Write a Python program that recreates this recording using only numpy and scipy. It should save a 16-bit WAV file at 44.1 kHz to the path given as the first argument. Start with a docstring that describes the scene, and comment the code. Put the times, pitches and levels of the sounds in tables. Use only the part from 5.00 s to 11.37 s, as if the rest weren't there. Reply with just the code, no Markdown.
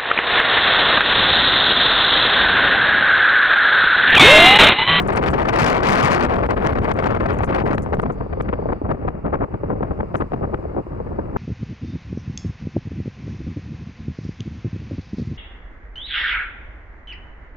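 """Wind tearing at a microphone port, at the open window of a car on a city street.
The slipstream is a dense roar at first, then separate buffets as the flow eases.
Faster air makes smaller eddies and a brighter rasp; single eddies thump and pop on the port,
with crackles and ticks on top. Car and road rumble underneath. A fast limiter holds the blows down."""
import sys
import numpy as np
from scipy import signal
from scipy.fft import rfft, irfft, next_fast_len
from scipy.io import wavfile
from scipy.ndimage import uniform_filter1d

SR = 44100
rng = np.random.default_rng(int(sys.argv[2]) if len(sys.argv) > 2 else 0)


def waveform_to_disk(signal):
    """Save audio, clipped to [-1, 1], as 16-bit WAV at the path in sys.argv[1]."""
    frames = np.transpose(np.atleast_2d(signal))
    scaled = np.clip(frames, -1, 1) * 32767
    samples = np.round(scaled).astype(np.int16)
    wavfile.write(sys.argv[1], SR, samples)


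N = 280917
TIME_S = np.arange(N) / SR
FULL_FLOW_DB = -10

# steady stream over the port: time_s, strength_db
STREAM = [(0.0, -13), (0.04, -29.5), (0.12, -21.5), (0.44, -18), (0.52, -13.5), (0.6, -1), (0.69, -6.5),
          (0.79, -15), (0.86, -5), (1.06, -1), (1.24, -15), (1.28, -18.5), (1.66, -22), (2.27, -20.5),
          (2.44, -26), (2.56, -18), (2.72, -17), (2.84, -37.5), (3.7, -41), (4.6, -42), (6.37, -43)]
# large eddies hitting the port: start_s, strength_db, hold_s, treble_db
BUFFETS = [(0.087,-14.5,0.022,-6), (0.172,-7,0.0098,-0.5), (0.232,-16,0.0083,8), (0.262,-17,0.026,14),
           (0.334,-10,0.0081,-11), (0.398,-9.5,0.0095,-9), (0.486,-11.5,0.01,6), (0.532,-13,0.015,5),
           (0.837,-14,0.028,21), (0.987,-5,0.025,-4), (1.043,-7.5,0.067,-8), (1.235,-2.5,0.02,-9.5),
           (1.339,-9,0.0051,-5), (1.507,-5,0.0056,-10.5), (1.644,-5.5,0.025,-17.5), (1.667,-6,0.0051,2),
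           (1.909,-6.5,0.012,-13.5), (1.989,-10,0.013,-12), (2.059,-6,0.015,-11.5), (2.258,-15,0.005,-5),
           (2.436,-13,0.0015,4), (2.544,-11,0.0068,-1.5), (2.66,-16.5,0.026,-1.5), (2.78,-21,0.0028,3),
           (2.929,-14.5,0.015,-12.5), (2.994,-14,0.0065,-19), (3.032,-17.5,0.0061,-12),
           (3.06,-15.5,0.0043,-15), (3.097,-20,0.014,-20), (3.209,-21,0.0037,-19), (3.329,-20.5,0.0069,-10),
           (3.404,-17.5,0.0068,-5), (3.486,-24.5,0.013,-6), (3.532,-14.5,0.0076,-6), (3.689,-18,0.016,-29),
           (3.723,-17,0.0099,-17), (3.847,-25.5,0.021,-29), (3.893,-17.5,0.022,-22), (3.911,-15,0.011,-16),
           (4.078,-20,0.012,-8.5), (4.247,-23,0.037,-27), (4.329,-14,0.028,-24), (4.407,-19,0.039,-31),
           (4.54,-24,0.0068,-25), (4.638,-28.5,0.0072,-11.5), (4.699,-25,0.036,-30), (4.831,-14,0.0051,-15),
           (4.909,-22.5,0.011,-24), (5.004,-13,0.0058,-31), (5.151,-11.5,0.0068,-13), (5.206,-17,0.019,-16),
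           (5.335,-18,0.0095,-11.5), (5.428,-24,0.028,-28), (5.537,-17,0.0073,-33), (5.774,-31.5,0.03,-16),
           (6.188,-26,0.0075,-31), (6.364,-11,0.012,-39)]


def from_db(db):
    return 10 ** (np.asarray(db) / 20)


def power_db(power):
    return 10 * np.log10(np.maximum(power, 1e-12))


def rms_one(x):
    return x / np.sqrt(np.mean(x ** 2) + 1e-20)


def in_time(rows):
    """Time curve at every sample."""
    time_s, value = np.transpose(rows)
    return np.interp(TIME_S, time_s, value)


def at_hz(rows, hz):
    """Table lookup on a log-frequency axis."""
    known_hz, value = np.transpose(rows)
    return np.interp(np.log(np.maximum(hz, 1)), np.log(known_hz), value)


def bins_hz():
    """Frequencies of the padded spectrum."""
    return np.fft.rfftfreq(2 * next_fast_len(N // 2 + SR // 10), 1 / SR)


def lowpass(order, cutoff_hz):
    return signal.butter(order, cutoff_hz, fs=SR, output="sos")


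def drift(rate_hz):
    """Smooth random curve, rms 1."""
    hop, settle = 20, 2000
    pole = np.exp(-2 * np.pi * rate_hz * hop / SR)
    white = rng.standard_normal(N // hop + settle + 2)
    slow = signal.lfilter([1], [1, -2 * pole, pole * pole], white)[settle:]
    return np.interp(np.arange(N) / hop, np.arange(len(slow)), rms_one(slow))


def smooth_power(x, window_s):
    size = int(window_s * SR)
    return uniform_filter1d(uniform_filter1d(np.mean(x ** 2, axis=0), size), size)


def evened(x, window_s):
    """Noise with its chance swells levelled, power kept."""
    return rms_one(x * from_db(-power_db(smooth_power(x, window_s)))) * x.std()


def scattered(per_s, level_db, spread_db):
    """Randomly timed impulses of uneven size."""
    return (rng.random(N) < per_s / SR) * from_db(level_db + spread_db * rng.standard_normal(N))


def snaps(hits, decay_s, band_hz):
    """A tiny noise burst per impulse."""
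    envelope = signal.lfilter([1], [1, -np.exp(-1 / (decay_s * SR))], hits + 1e-18)
    bandpass = signal.butter(3, band_hz, "band", fs=SR, output="sos")
    return signal.sosfilt(bandpass, envelope * rng.standard_normal(N))


def stereo_noise(colour, likeness):
    """Spectrum of two partly correlated noises, their mean at rms 1; steep skirts outside the colour."""
    hz = bins_hz()
    skirts = np.clip(hz / colour[0][0], 0, 1) ** 4 * np.clip(colour[-1][0] / (hz + 1), 0, 1) ** 8
    white = rfft(rng.standard_normal((2, 2 * len(hz) - 2)))
    mid, side = white * from_db(at_hz(colour, hz)) * skirts
    alike = at_hz(likeness, hz)
    pair = np.sqrt(1 + alike) * mid + np.sqrt(1 - alike) * side * [[1], [-1]]
    return pair / irfft(pair.mean(axis=0)).std()


def through_port(spectrum):
    """Turbulence at the port reaches the right channel weaker and phase-shifted."""
    # channel balance: freq_hz, left_minus_right_db
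    balance = [(40, .7), (200, .6), (400, 2.4), (650, 4), (880, 8.5), (1400, 7.2), (1850, 5.6), (2500, 14),
               (3700, 6.8), (5300, 17.4), (9500, 24), (13000, 7.8)]
    # phase between channels: freq_hz, right_lead_rad
    lead = [(20, .2), (90, 0.26), (200, 0.98), (450, 1.78), (1000, 1.92), (4000, 1.65), (12000, 0.41)]
    hz = bins_hz()
    right = from_db(-at_hz(balance, hz)) * np.exp(1j * at_hz(lead, hz))
    return spectrum * np.array([np.ones_like(right), right]) * 2 / np.abs(1 + right)


def port_noise(colour):
    """Stereo turbulence at the port, padded past N samples."""
    # likeness of the channels: freq_hz, correlation
    likeness = [(50, 1), (300, 0.67), (1200, 1), (3500, 0.64), (6000, 0.91), (10000, 0.14)]
    return irfft(through_port(stereo_noise(colour, likeness)))


def airflow(flutter_db, flutter_hz, grain_db, grain_hz):
    """Flow strength and extra rasp in dB: a fluttering stream with lulls, plus buffets, finely grained."""
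    # stream breaks away from the port: centre_s, length_s, drop_db
    lulls = [(0.207, 0.017, 11), (0.322, 0.02, 16), (0.513, 0.025, 8), (1.016, 0.013, 17.5),
             (1.094, 0.01, 25), (1.482, 0.021, 24), (1.554, 0.021, 17), (1.948, 0.037, 13),
             (2.461, 0.014, 33), (2.645, 0.038, 31), (2.766, 0.025, 20), (3.273, 0.048, 14),
             (3.819, 0.058, 45), (4.22, 0.061, 15), (4.47, 0.055, 35), (4.59, 0.037, 15), (5.07, 0.066, 10),
             (5.29, 0.042, 24), (5.837, 0.095, 25)]
    attack_s, release_s, swirl_s, swirl_db = 0.0024, 0.0018, 0.0093, -35
    steady_db = in_time(STREAM)
    unrest = 1 - 0.45 * np.clip(0.5 + (steady_db - steady_db.max()) / 8, 0, 1)  # fastest is steadiest
    flutter = 2 * (1 - np.exp(drift(flutter_hz) / 2))  # dips deeper than it peaks
    stream_db = steady_db + unrest * flutter_db * flutter
    for centre_s, length_s, drop_db in lulls:
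        stream_db -= drop_db * np.exp(-np.minimum((2 * (TIME_S - centre_s) / length_s) ** 2, 20))
    eddies, rasp = np.zeros((2, N))
    for start_s, strength_db, hold_s, treble_db in BUFFETS:
        near = slice(max(int((start_s - 0.2) * SR), 0), int((start_s + 0.25) * SR))
        before_s = np.maximum(start_s - TIME_S[near], 0)
        after_s = np.maximum(TIME_S[near] - start_s - hold_s, 0)
        core = np.exp(-before_s / attack_s - after_s / release_s)
        swirl = from_db(swirl_db) * np.exp(-(before_s + after_s) / swirl_s)
        eddy_power = from_db(strength_db) ** 2 * (core ** 2 + swirl ** 2)
        eddies[near] += eddy_power
        rasp[near] += treble_db * eddy_power
    power = from_db(stream_db) ** 2 + eddies
    flow_db = power_db(power) + unrest * grain_db * np.tanh(drift(grain_hz))
    return flow_db, rasp / power


def roar(flow_db, rasp_db, rasp_hz, dull_hz):
    """Eddies in half-octave bands, each growing with the flow at its own rate; the bands below 2.5 kHz are cut
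    off above dull_hz."""
    # roar spectrum: freq_hz, density_db
    colour = [(82, -15), (140, -4), (260, 0.5), (545, -1.5), (1220, -4), (1460, -8.5), (2290, -13.5),
              (3540, -26.5), (4660, -27), (8200, -43.5), (15500, -61.5)]
    # growth with the flow: freq_hz, db_per_db
    growth = [(150, 2.04), (260, 0.38), (480, .5), (950, 0.8738), (1900, 0.99), (2700, 1.29), (3800, 0.98),
              (6000, 1.5), (14000, 2)]
    level_db, fizz_hz, fizz_onset_db = -17.5, 4030, -4.5
    noise = rfft(evened(port_noise(colour), window_s=0.075))
    half_octaves = 2 * np.log2(np.maximum(bins_hz(), 1))
    fizz_db = np.minimum(flow_db - fizz_onset_db, 0)  # the top dies quickly in slower air
    large, small = np.zeros((2, 2, N))
    for step in range(13, 29):
        hz = 2 ** (step / 2)
        band = irfft(noise * np.clip(1 - np.abs(half_octaves - step), 0, 1))[:, :N]
        rasp_share = (hz ** 2 / (hz ** 2 + rasp_hz ** 2)) ** 2
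        fizz_share = 1 / (1 + (fizz_hz / hz) ** 8)
        growth_db = at_hz(growth, hz) * (flow_db - FULL_FLOW_DB)
        eddies = large if hz < 2500 else small
        eddies += band * from_db(growth_db + rasp_share * rasp_db + fizz_share * fizz_db)
    return from_db(level_db) * (signal.sosfiltfilt(lowpass(3, dull_hz), large) + small)


def rumble(flow_db, inertia_s, wander_db, wander_hz):
    """Low wind rumble that follows the flow and is turned down in the strongest gusts."""
    # rumble spectrum: freq_hz, density_db
    colour = [(18, -13.5), (45, -3.5), (65, -2), (120, -5), (220, -8)]
    # heaves from the biggest eddies: centre_s, rise_db
    surges = [(0.3, 11), (0.42, -1), (0.63, 18), (1.8, 8), (2.11, 3), (2.42, 5), (2.8, 7), (2.99, 5.5)]
    full_db, knee_db, surge_s = -23.5, -27, 0.018
    excess_db = power_db(uniform_filter1d(from_db(flow_db) ** 2, int(inertia_s * SR))) - knee_db
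    level_db = full_db + np.minimum(0.53 * excess_db, -0.2 * excess_db)  # rises to the knee, then falls
    for centre_s, rise_db in surges:
        level_db += rise_db / (1 + ((TIME_S - centre_s) / surge_s) ** 2) ** 2
    noise = evened(port_noise(colour)[:, :N], window_s=0.09)
    return from_db(level_db + wander_db * drift(wander_hz)) * noise


def car(body_db, waver_db, waver_hz):
    """Body rumble, tyre hiss on the road, and a narrow wavering hiss as something passes."""
    # body spectrum: freq_hz, density_db
    body_colour = [(25, 13.5), (110, 4.5), (200, -9.5), (460, -11.5), (600, -11), (1200, -8), (1550, -19.5),
                   (2100, -21.5), (2800, -27), (3300, -48)]
    # tyre hiss: time_s, level_db
    tyre_level = [(0, -67), (2.8, -75), (4.2, -81), (5.3, -75), (6.37, -76.5)]
    # tyre spectrum: freq_hz, density_db
    tyre_colour = [(3000, 5.5), (4900, 11), (5700, 1.5), (8500, -1), (11000, -8), (15500, -9)]
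    # passing hiss spectrum: freq_hz, density_db
    pass_colour = [(3450, 3), (3950, -6.5), (4600, 6.5), (5150, -1.5), (5350, -21.5)]
    # likeness of the channels: freq_hz, correlation
    likeness = [(50, 0.94), (200, 0.76), (600, 0.14), (3000, 0.12)]
    pass_s, half_width_s, peak_db = 3.4, 0.38, -74.5
    pass_db = peak_db - power_db(1 + ((TIME_S - pass_s) / half_width_s) ** 8)
    pass_db += waver_db * drift(waver_hz)
    layers = [(body_db, body_colour), (in_time(tyre_level), tyre_colour), (pass_db, pass_colour)]
    return sum(from_db(db) * irfft(stereo_noise(colour, likeness))[:, :N] for db, colour in layers)


def spits(air_db, right_db):
    """Fast air spits sharp clicks at the port, fewer and softer as it slows."""
    drive = from_db(np.minimum(air_db - FULL_FLOW_DB, 0))
    hits = scattered(per_s=600 * np.sqrt(drive), level_db=-27, spread_db=4) * drive
    clicks = snaps(hits, decay_s=0.00008, band_hz=(2200, 17000))
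    return signal.sosfilt(lowpass(1, 3200), clicks) * from_db([[0], [right_db]])


def crackles(gain_db, left_db):
    """Bright snaps on the right: random ones in strong flow, and short runs that hurry and fade."""
    # runs of snaps: start_s, level_db, length_s
    runs = [(0.018, -26, .012), (0.076, -22, .012), (0.129, -26, .012), (0.161, -21, .012),
            (0.304, -25.5, .02), (1.8896, -34, .004), (1.939, -33, .004), (2.335, -36, .02),
            (2.387, -28, .004), (2.4455, -27.5, .02), (2.747, -29, .012), (2.822, -28, .02),
            (2.948, -30, .004), (3.019, -35, .012), (3.123, -39.5, .02), (3.4226, -34.5, .004),
            (5.1672, -30, .028)]
    gap_s, loss_db, hurry_exponent, strong_flow_db = 0.0075, 3, 0.89, -20.5
    drive = from_db(np.minimum(in_time(STREAM) - strong_flow_db, 0))
    hits = scattered(per_s=44, level_db=-51, spread_db=5.5) * drive
    for start_s, level_db, length_s in runs:
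        for k in range(int((length_s / gap_s) ** (1 / hurry_exponent)) + 1):
            hits[int((start_s + gap_s * k ** hurry_exponent) * SR)] = from_db(level_db - k * loss_db)
    bursts = snaps(hits, decay_s=0.00081, band_hz=(5700, 10000))
    return from_db(gain_db) * bursts * from_db([[left_db], [0]])


def thumps(gain_db, decay_s, dull_hz):
    """Eddies slap the port with dull knocks; each buffet also knocks, then pushes while it holds."""
    # hardest slaps: start_s, level_db
    slaps = [(2.921, -7), (3.206, -9.5), (3.373, -11.5), (3.588, -17), (3.624, -11), (3.657, -8.5),
             (3.816, -9.5), (4.049, -10.5), (4.335, -12), (4.634, -12.5), (4.907, -13.5), (4.702, -5.5),
             (4.753, -13.5), (4.807, -11), (4.99, -11), (5.031, -13), (5.2, -11), (5.41, -9), (5.431, -15),
             (5.526, -14), (5.653, -14), (5.748, -13), (5.765, -5.5), (6.002, -11), (6.187, -7)]
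    # knock spectrum: freq_hz, density_db
    colour = [(70, 4), (170, 0.5), (440, 7.5), (650, -2), (1100, -9.5)]
    knock_db, push_db = -28.5, -23.5
    drive = from_db(0.35 * (in_time(STREAM) - FULL_FLOW_DB))
    hits = scattered(per_s=26, level_db=-14, spread_db=5) * drive
    for start_s, level_db in slaps:
        hits[int(start_s * SR)] = from_db(level_db)
    pole = np.exp(-1 / (decay_s * SR))
    for start_s, _, hold_s, _ in BUFFETS:
        start = int(start_s * SR)
        hits[start] += from_db(knock_db)
        hits[start:start + int(hold_s * SR)] += from_db(push_db) * (1 - pole)
    envelope = signal.lfilter([from_db(gain_db)], [1, -pole], hits + 1e-18)
    knocks = envelope * port_noise(colour)[:, :N]
    dull = lowpass(2, dull_hz)
    return signal.sosfilt(dull, signal.sosfilt(dull, knocks))


def pops(gain_db, decay_cycles, dull_hz):
    """A tight eddy bursts on the port: a pressure swing that dies in a cycle or two."""
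    # hard pops: start_s, level_db, pitch_hz
    bursts = [(1.49, -8.5, 850), (1.881, -3, 710), (2.406, -9, 800), (2.781, -13.5, 1104),
              (2.862, -14.5, 820), (2.97, -14, 560), (2.9983, -6, 1270), (3.4899, -16, 1754),
              (3.528, -15, 1014), (4.2638, -19.5, 1295), (4.542, -15.5, 608), (4.83, -15.5, 894),
              (5.1435, -7, 600), (5.32, -12.5, 618), (5.545, -11, 1300)]
    age_s = np.arange(SR // 40) / SR
    pressure = np.zeros(2 * len(bins_hz()) - 2)
    for start_s, level_db, pitch_hz in bursts:
        start = int(start_s * SR)
        swing = np.sin(2 * np.pi * pitch_hz * age_s) * np.exp(-pitch_hz * age_s / decay_cycles)
        pressure[start:start + len(swing)] += from_db(level_db + gain_db) * swing
    pressure = signal.sosfilt(lowpass(3, dull_hz), pressure + 1e-18)
    return irfft(through_port(rfft(pressure)))[:, :N]


def ticks(gain_db, right_db):
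    """Thin, very bright ticks, mostly on the left."""
    # single ticks: start_s, level_db
    events = [(1.637, -31), (1.711, -38), (2.426, -31), (2.66, -34), (2.793, -30), (2.996, -31),
              (3.92, -43), (5.151, -39), (5.339, -45)]
    hits = np.zeros(N)
    for start_s, level_db in events:
        hits[int(start_s * SR)] = from_db(level_db + gain_db)
    return snaps(hits, decay_s=0.00046, band_hz=(3500, 17000)) * from_db([[0], [right_db]])


def limiter(x, threshold_db, share, window_s):
    """Turns both channels down by a share of the excess level, evening out hard blows."""
    excess_db = np.maximum(power_db(smooth_power(x, window_s)) - threshold_db, 0)
    return x * from_db(-share * excess_db)


def scene():
    """Wind on the port over the noise of the ride."""
    flow_db, rasp_db = airflow(flutter_db=3.5, flutter_hz=53.4, grain_db=5.0, grain_hz=272)
    flicker_db = 3 * drift(rate_hz=250)
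    wind = roar(flow_db, rasp_db + flicker_db, rasp_hz=1660, dull_hz=3450)
    wind += rumble(flow_db, inertia_s=0.014, wander_db=-0.5, wander_hz=16)
    blows = thumps(gain_db=-10.5, decay_s=0.0073, dull_hz=1450)
    blows += pops(gain_db=-0.5, decay_cycles=0.97, dull_hz=3140)
    sputter = crackles(gain_db=-1.5, left_db=-28.5) + ticks(gain_db=-7, right_db=-8)
    sputter += spits(flow_db + rasp_db, right_db=-10)
    return wind + blows + sputter + car(body_db=-39.5, waver_db=2.0, waver_hz=8)


def record(dry):
    """Fast limiter, then a steep treble cut."""
    top_cut = signal.ellip(12, 0.1, 80, 15850, fs=SR, output="sos")
    return signal.sosfilt(top_cut, limiter(dry, threshold_db=-17, share=0.76, window_s=0.0046))


dry = scene()
out = record(dry)
waveform_to_disk(out)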